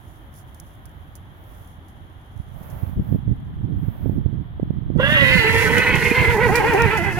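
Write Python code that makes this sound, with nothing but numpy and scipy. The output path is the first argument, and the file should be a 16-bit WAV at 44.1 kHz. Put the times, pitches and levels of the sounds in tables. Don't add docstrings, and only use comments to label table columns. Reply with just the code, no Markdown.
import sys
import numpy as np
from scipy import signal
from scipy.fft import rfft, irfft, next_fast_len
from scipy.io import wavfile
from scipy.ndimage import uniform_filter1d, map_coordinates

SR = 44100
rng = np.random.default_rng(int(sys.argv[2]) if len(sys.argv) > 2 else 0)


def store_pcm(level_fs):
    pcm = np.round(np.clip(level_fs, -1, 1) * 32767).astype(np.int16)
    wavfile.write(sys.argv[1], SR, np.atleast_2d(pcm).T)


N = 317079
TIME = np.arange(N) / SR

CALL_S, SLACK_S, HOARSE_S, THROATY_S, SPENT_S = 4.975, 5.22, 5.5, 6.29, 6.88
CHANGE_S = .076
SQUEAL_SPENT_DB_PER_S = 8


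# (frequency [Hz], gain [dB])
TENSE_THROAT = [(2000, 5), (2430, -12), (2740, 6), (3000, 0), (3520, 8.5), (3800, -7)]
def whinny():
    fold_hz, whistle_hz, chest_db, squeal_db = effort()
    rough, whistle_share, octave_db, bright_db = register()
    tense = 1 - glide(SLACK_S, CHANGE_S)
    whistle_rough = rough * (1 - .5 * tense)
    fold_phase = oscillator(fold_hz, rough * (1 + tense), waver=.013, jitter=.05, jitter_rate=300)
    whistle_phase = oscillator(whistle_hz, whistle_rough, waver=.022, jitter=.05, jitter_rate=380)
    doubling = .45 - .25 * glide(THROATY_S, CHANGE_S)
    alternate = 1 + doubling * np.cos(fold_phase / 2)
    chest = chest_tone(fold_phase, rough, tense, octave_db, doubling)
    hoarse = hoarse_overtones(fold_phase, fold_hz, rough, alternate)
    high = whistle(whistle_phase, whistle_hz, whistle_rough, fold_phase, fold_hz, rough, alternate)
    squeal = blend(hoarse, high, whistle_share)
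    squeal = (1 - tense) * squeal + tense * shaped(squeal, TENSE_THROAT)
    treble = filtered(squeal, lambda hz: 1 - 1 / (1 + (hz / 2400) ** 12))
    squeal = squeal + (amp(bright_db) - 1) * treble
    return (amp(chest_db) * chest + amp(squeal_db) * squeal) * (TIME > CALL_S)


# (time [s], pitch [Hz])
FOLD_PITCH = [(4.99, 478.4), (5.06, 568), (5.14, 608), (5.22, 545), (5.36, 514.7), (5.42, 450),
              (5.62, 458.2), (5.82, 492.5), (6.2, 493.8), (6.69, 505.2), (6.82, 486.5)]
# (time [s], pitch [Hz])
WHISTLE_PITCH = [(4.98, 1285), (5.04, 1627), (5.155, 1898), (5.37, 2038), (5.75, 1991), (6.22, 2140),
                 (6.7, 2583)]
# (time [s], fold pitch lost [share], squeal choked [dB], chest choked [dB])
THROAT_SHAKES = [(5.429, 0.016, 2.5, -2.5), (5.716, 0.049, 2.5, -0.5), (6.021, 0.061, 1.5, 2.5),
                 (6.121, 0.036, 5.5, 3), (6.275, .06, 3.5, -1.5), (6.372, 0.18, 12.5, -3),
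                 (6.503, .25, 9.5, -2.5), (6.631, 0.25, 7, -1.5), (6.757, .21, 4.5, -4),
                 (6.885, 0.19, 4.5, 4), (7.008, 0.23, 7.5, 7), (7.142, .14, 8.5, 7)]
def effort():
    age, spent = since(CALL_S), since(SPENT_S)
    shake = lambda s: 1 / (1 + ((TIME - s) / .04) ** 2) ** 2
    sag, squeal_choke_db, chest_choke_db = sum(np.outer(depths, shake(s)) for s, *depths in THROAT_SHAKES)
    sink = 1 - .8 * spent
    fold_hz = curves(FOLD_PITCH)[0] * (1 - sag) * sink
    whistle_hz = curves(WHISTLE_PITCH)[0] * (1 - .8 * sag) * sink
    breath_db = -26 * np.maximum(1 - age / .026, 0) - 21 * spent
    push_db = 10.5 * np.exp(-age / .032)
    late_db = 16 * np.exp(-age / .091)
    chest_db = -25.5 + 3 * age + push_db - chest_choke_db
    squeal_db = -17.5 - late_db - SQUEAL_SPENT_DB_PER_S * spent - squeal_choke_db
    return fold_hz, whistle_hz, breath_db + chest_db, breath_db + squeal_db


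# (roughness [0-1], whistle in the squeal [share], octave of the folds [dB], treble [dB])
CLEAR, HOARSE, THROATY = (.4, .75, -8, 6.5), (.83, .9, -10, 0), (.49, .1354, -1, -9)
def register():
    hoarse, throaty = glide(HOARSE_S, CHANGE_S), glide(THROATY_S, CHANGE_S)
    rough, whistle_share, octave_db, bright_db = (
        a + (b - a) * hoarse + (c - b) * throaty for a, b, c in zip(CLEAR, HOARSE, THROATY))
    spent = since(SPENT_S)
    return rough + .61 * spent, whistle_share, octave_db - SQUEAL_SPENT_DB_PER_S * spent, bright_db


# (frequency [Hz], level [dB])
CHEST_SPECTRUM = [(200, -65), (280, 2), (360, 1.5), (470, -1), (600, -3.5), (720, -8), (930, 5.5),
                  (1080, -0.5), (1300, -20), (1800, -39)]
def chest_tone(phase, rough, tense, octave_db, doubling):
    fundamental = flutter(rough) * np.sin(phase)
    octave = flutter(rough) * amp(octave_db) * np.sin(2 * phase)
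    undertone = .5 * doubling * tense * np.sin(phase / 2)
    tone = unit(fundamental + octave + undertone) * amp(4 * rough * (1 + tense) * wobble(140))
    return blend(tone, coloured(rasp(phase), CHEST_SPECTRUM), .46 * rough)


# (frequency [Hz], gain [dB])
MOUTH_RESONANCES = [(900, -61), (1250, -10), (1520, -4), (1720, -5), (2020, -4), (2300, -12.5),
                    (2550, -3.5), (2900, -11), (3400, -17), (3750, -24), (4200, -22), (5500, -40.5),
                    (10000, -34.5), (16000, -36)]
def hoarse_overtones(phase, fold_hz, rough, alternate):
    overtones = 0
    for k in range(3, 12):
        gain = flutter(rough) * amp(along(MOUTH_RESONANCES, k * fold_hz))
        overtones += gain * np.sin(k * phase + rng.uniform(0, 2 * np.pi))
    return blend(unit(overtones * alternate), coloured(rasp(phase), MOUTH_RESONANCES), .65 * rough)


# (offset [fold pitches], relative level [dB])
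WHISTLE_SIDEBANDS = [(-1, -8), (1, -6), (2, -9), (3, -12)]
def whistle(phase, hz, whistle_rough, fold_phase, fold_hz, rough, alternate):
    sidebands = 0
    for k, db in WHISTLE_SIDEBANDS:
        gain = flutter(rough) * amp(db + along(MOUTH_RESONANCES, hz + k * fold_hz))
        sidebands += gain * np.sin(phase + k * fold_phase)
    carrier = np.sqrt(flutter(rough)) * np.sin(phase)
    partials = carrier + (.5 + rough) * sidebands + amp(-26) * np.sin(2 * phase)
    tone = partials * alternate * amp(1.9 * whistle_rough * (wobble(150) + wobble(30)))
    mean_power = np.abs(uniform_filter1d(tone ** 2, size=SR // 12))
    return tone / np.sqrt(mean_power)


def oscillator(hz, rough, waver, jitter, jitter_rate):
    drift = waver * wobble(42) + jitter * wobble(jitter_rate)
    return 2 * np.pi * np.cumsum(hz * (1 + rough * drift)) / SR


def flutter(rough):
    return amp((1 + 3.5 * rough) * wobble(50))


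def rasp(fold_phase):
    return rng.standard_normal(N) * (1 + 1.4 * np.cos(fold_phase))


# (frequency [Hz], gain [dB])
SCATTER_COLOUR = [(500, -8), (900, -14), (1500, -3), (4000, .5)]
def at_microphone(voice):
    panned = glide(5.69, .57)
    left_lag_s = (.2 * (1 - panned) - .029 * panned) / 1000
    balance_db = -5 + 2 * panned
    delayed = lambda lag_s: map_coordinates(voice, [(TIME - lag_s) * SR])
    direct = np.array([amp(side * balance_db / 2) * delayed(side * left_lag_s / 2) for side in (1, -1)])
    t60_s, renew_s = .025, .1601
    t = TIME[:SR // 6]
    scatter = np.zeros((2, N))
    for k, noise in enumerate(rng.standard_normal((18, 2, len(t)))):
        tail = noise * amp(-60 * t / t60_s) * (t > .002)
        fade = np.sqrt(np.maximum(1 - np.abs((TIME - CALL_S) / renew_s - k), 0))
        scatter += signal.oaconvolve(direct * fade, tail / np.linalg.norm(tail[0]), axes=1)[:, :N]
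    return amp(-2.5) * direct + shaped(scatter, SCATTER_COLOUR)


# (time [s], left level [dB], right level [dB])
BASE_FLOW = [(2.25, -52, -42), (2.75, -38, -28.5), (3.1, -28, -24.5), (3.8, -30.5, -30),
             (4.2, -39.5, -19.5), (4.5, -32.5, -34), (4.62, -31.5, -25), (5.25, -35.5, -18.5),
             (7.19, -26, -23)]
# (time [s], half length [s], level [dB], port [0 left, 1 right])
PORT_GUSTS = [(2.37, 0.037, -33.5, 1), (2.993, 0.029, -18, 0), (3.124, 0.04, -20.5, 1),
              (3.292, 0.043, -21, 1), (3.719, 0.16, -22.5, 1), (4.1, 0.049, -22, 1),
              (4.169, 0.051, -22.5, 0), (4.37, 0.077, -21, 1), (4.975, 0.028, -17.5, 1),
              (5.739, 0.063, -17, 1), (6.49, 0.034, -16.5, 1)]
# (frequency [Hz], level [dB])
BUFFET_SPECTRUM = [(20, -11), (55, 2.5), (125, 4.5), (200, -4), (300, -13), (450, -27.5), (800, -47.5),
                   (2000, -92.5)]
# (time [s], relative level [dB], width [ms])
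EDDY_THUMPS = [(2.401, -18.5, 3.7), (2.834, -12.5, 3.05), (3.125, -6.5, 2.6), (3.147, -7, 2.8),
               (3.158, -14.5, 1.46), (3.278, -11, 2.84), (3.295, -17.5, 2.4), (3.884, -10.5, 2.73),
               (4.059, -15.5, 0.87), (4.096, -9.5, 1.54), (4.261, -5.5, 3), (4.328, -12.5, 2.55),
               (4.598, -15, 0.81), (4.63, -8, 1.72), (4.706, -8, 1.93), (4.786, -15.5, 3.2),
               (4.902, -13.5, 1.27), (5.124, -10.5, 1.85), (5.793, -10.5, 0.67), (6.115, -2.5, 1.16)]
def wind_buffeting():
    flow = amp(curves(BASE_FLOW))
    for s, half, db, port in PORT_GUSTS:
        side = int(port > .5)
        flow[side] = np.hypot(flow[side], amp(db) * swell(s, half))
    lumps = amp([2.6 * wobble(25) + 3.1 * wobble(90) for port in (0, 1)])
    churn = unit(lumps * coloured(rng.standard_normal((2, N)), BUFFET_SPECTRUM))
    large_eddies = lowpass(churn, 174)
    small_eddies = (churn - large_eddies) * flow / amp(-25)
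    wind = flow * (large_eddies + small_eddies)
    for s, db, width_ms in EDDY_THUMPS:
        u = (TIME - s - .001) / (width_ms / 1000)
        push = np.tanh(2.5 * u) * (1 - u * u / 2.5) * np.exp(-u * u / 3)
        wind[1] -= amp(db + 6) * push
    max_swing = .58
    return lowpass(max_swing * np.tanh(wind / max_swing), 900)


# (time [s], half length [s], relative level [dB])
NEAR_RUSTLES = [(0.105, 0.11, -68), (0.38, 0.042, -55.5), (0.642, 0.14, -68.5), (1.612, 0.13, -65),
                (2.616, 0.28, -70.5)]
# (time [s], relative level [dB], decay by 60 dB [s])
DRY_TICKS = [(0.546, -36, 0.027), (0.6, -27.5, 0.023), (0.856, -34.5, 0.034), (1.154, -30, 0.054),
             (1.882, -46.5, 0.091), (2.63, -42.5, .04), (2.701, -38.5, 0.065), (5.581, -24.5, 0.46),
             (5.782, -16, 0.036), (5.954, -22.5, 0.04), (6.556, -15, 0.092), (6.734, -24.5, 0.065),
             (6.821, -19.5, 0.018), (6.973, -26, 0.12)]
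# (frequency [Hz], level [dB])
THIN_SPECTRUM = [(2500, -35), (4500, -7), (6500, 0.5), (8500, -10.5), (10000, 6.5), (13000, -1.5),
                 (16000, -5)]
# (frequency [Hz], level [dB])
FULL_SPECTRUM = [(2500, -17), (4500, 0), (6500, -1), (8500, -6.5), (10000, -1), (13000, -6.5), (16000, -12)]
def rustles():
    calm_s, hiss_onset_s, hiss_peak_s = 2.65, 5.06, 5.7
    snaps_per_s, snap_decay_s = 9, .002
    grain = unit(amp(1.2 * wobble(500) + 1.2 * wobble(37)))
    clumps = unit(amp(1.4 * wobble(20)))
    snaps = rng.random(N) * (rng.random(N) < snaps_per_s / SR)
    straws = signal.lfilter([1], [1, -np.exp(-1 / (snap_decay_s * SR))], snaps)
    crackle = amp(-70 - 6.5 * since(calm_s)) + swells(NEAR_RUSTLES)
    hiss_db = -36.5 - 11 * np.maximum(hiss_peak_s - TIME, 0) - 5.5 * since(hiss_peak_s)
    hiss_on = glide(hiss_onset_s, .043)
    level = (crackle * (1 + amp(11.5) * straws) + amp(hiss_db) * hiss_on * clumps) * grain
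    for s, db, t60 in DRY_TICKS:
        age = since(s)
        click, scuff = amp(-60 * age / .0035), .94 * amp(-60 * age / t60)
        level += amp(db - 10.5) * (click + scuff) * (age > 0)
    thin = coloured(rng.standard_normal((2, N)), THIN_SPECTRUM)
    full = coloured(rng.standard_normal((2, N)), FULL_SPECTRUM)
    return level * blend(thin, full, hiss_on) * amp([[-5.5], [2.5]])


# (time [s], half length [s], relative level [dB])
HISS_SWELLS = [(.5, 0.76, -60.5), (1.527, 0.17, -53.5), (2.754, 0.2, -45.5), (3.102, 0.085, -50),
               (3.974, 0.21, -51)]
# (frequency [Hz], level [dB])
HISS_SPECTRUM = [(150, -13), (600, 17), (2000, 0.5), (4500, -16), (8500, -24), (11500, -2.5), (16000, -3.5)]
def hisses():
    breathy = coloured(rng.standard_normal((2, N)), HISS_SPECTRUM)
    treble = lambda hz: amp(along(HISS_SPECTRUM, hz)) * (hz > 4000)
    steady = unit(filtered(rng.standard_normal((2, N)), treble))
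    return (swells(HISS_SWELLS) * breathy + amp(-73) * steady) * amp([[-3], [2]])


# (frequency [Hz], level [dB])
FIELD_SPECTRUM = [(20, -24.5), (48, -4.5), (75, -4), (88, 0.5), (110, -7.5), (200, -16), (320, -16.5),
                  (450, -26.5), (750, -21), (1900, -28), (2600, -39.5), (3250, -28.5), (4300, -48),
                  (8000, -79.5)]
# (frequency [Hz], correlation [-1 to 1])
PORT_LIKENESS = [(100, 1), (300, 0.87), (700, 0.46), (1400, -0.4), (3000, 0.053)]
def open_field():
    spread = lambda hz: np.arccos(np.clip(along(PORT_LIKENESS, hz), -1, 1)) / 2
    mid_side_gains = lambda hz: np.array([np.cos(spread(hz)), np.sin(spread(hz))])
    mid, side = filtered(rng.standard_normal((2, N)), mid_side_gains)
    return amp(-44) * coloured(np.array([mid + side, mid - side]), FIELD_SPECTRUM)


def amp(db):
    return 10 ** (np.asarray(db) / 20)


def unit(x):
    return x / np.sqrt(np.mean(x ** 2) + 1e-20)


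def along(points, hz):
    knots_hz, values = np.transpose(points)
    return np.interp(np.log(hz + 1), np.log(knots_hz + 1), values)


def curves(rows):
    s, *columns = np.transpose(rows)
    return [np.interp(TIME, s, column) for column in columns]


def wobble(rate):
    return map_coordinates(rng.standard_normal(int(N * rate / SR) + 4), [TIME * rate])


def filtered(x, response):
    size = next_fast_len(N + SR // 2)
    return irfft(rfft(x, size) * response(np.fft.rfftfreq(size, 1 / SR)), size)[..., :N]


def lowpass(x, corner_hz):
    return filtered(x, lambda hz: 1 / (1 + (hz / corner_hz) ** 4))


def shaped(x, spectrum):
    return filtered(x, lambda hz: amp(along(spectrum, hz)))


def coloured(x, spectrum):
    return unit(shaped(x, spectrum))


def blend(a, b, share):
    share = np.clip(share, 0, 1)
    return np.sqrt(1 - share) * a + np.sqrt(share) * b


def since(s):
    return np.maximum(TIME - s, 0)


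def glide(s, length):
    return .5 + .5 * np.tanh((TIME - s) / length)


def swell(s, half):
    return np.exp(-((TIME - s) / half) ** 4)


def swells(rows):
    return sum(amp(db) * swell(s, half) for s, half, db in rows)


def scene():
    return at_microphone(whinny()) + wind_buffeting() + open_field() + rustles() + hisses()


def record(dry):
    ceiling, top_hz = .92, 15950
    rounded = dry / (1 + (dry / ceiling) ** 8) ** (1 / 8)
    return filtered(rounded, lambda hz: hz < top_hz)


dry = scene()
out = record(dry)
store_pcm(out)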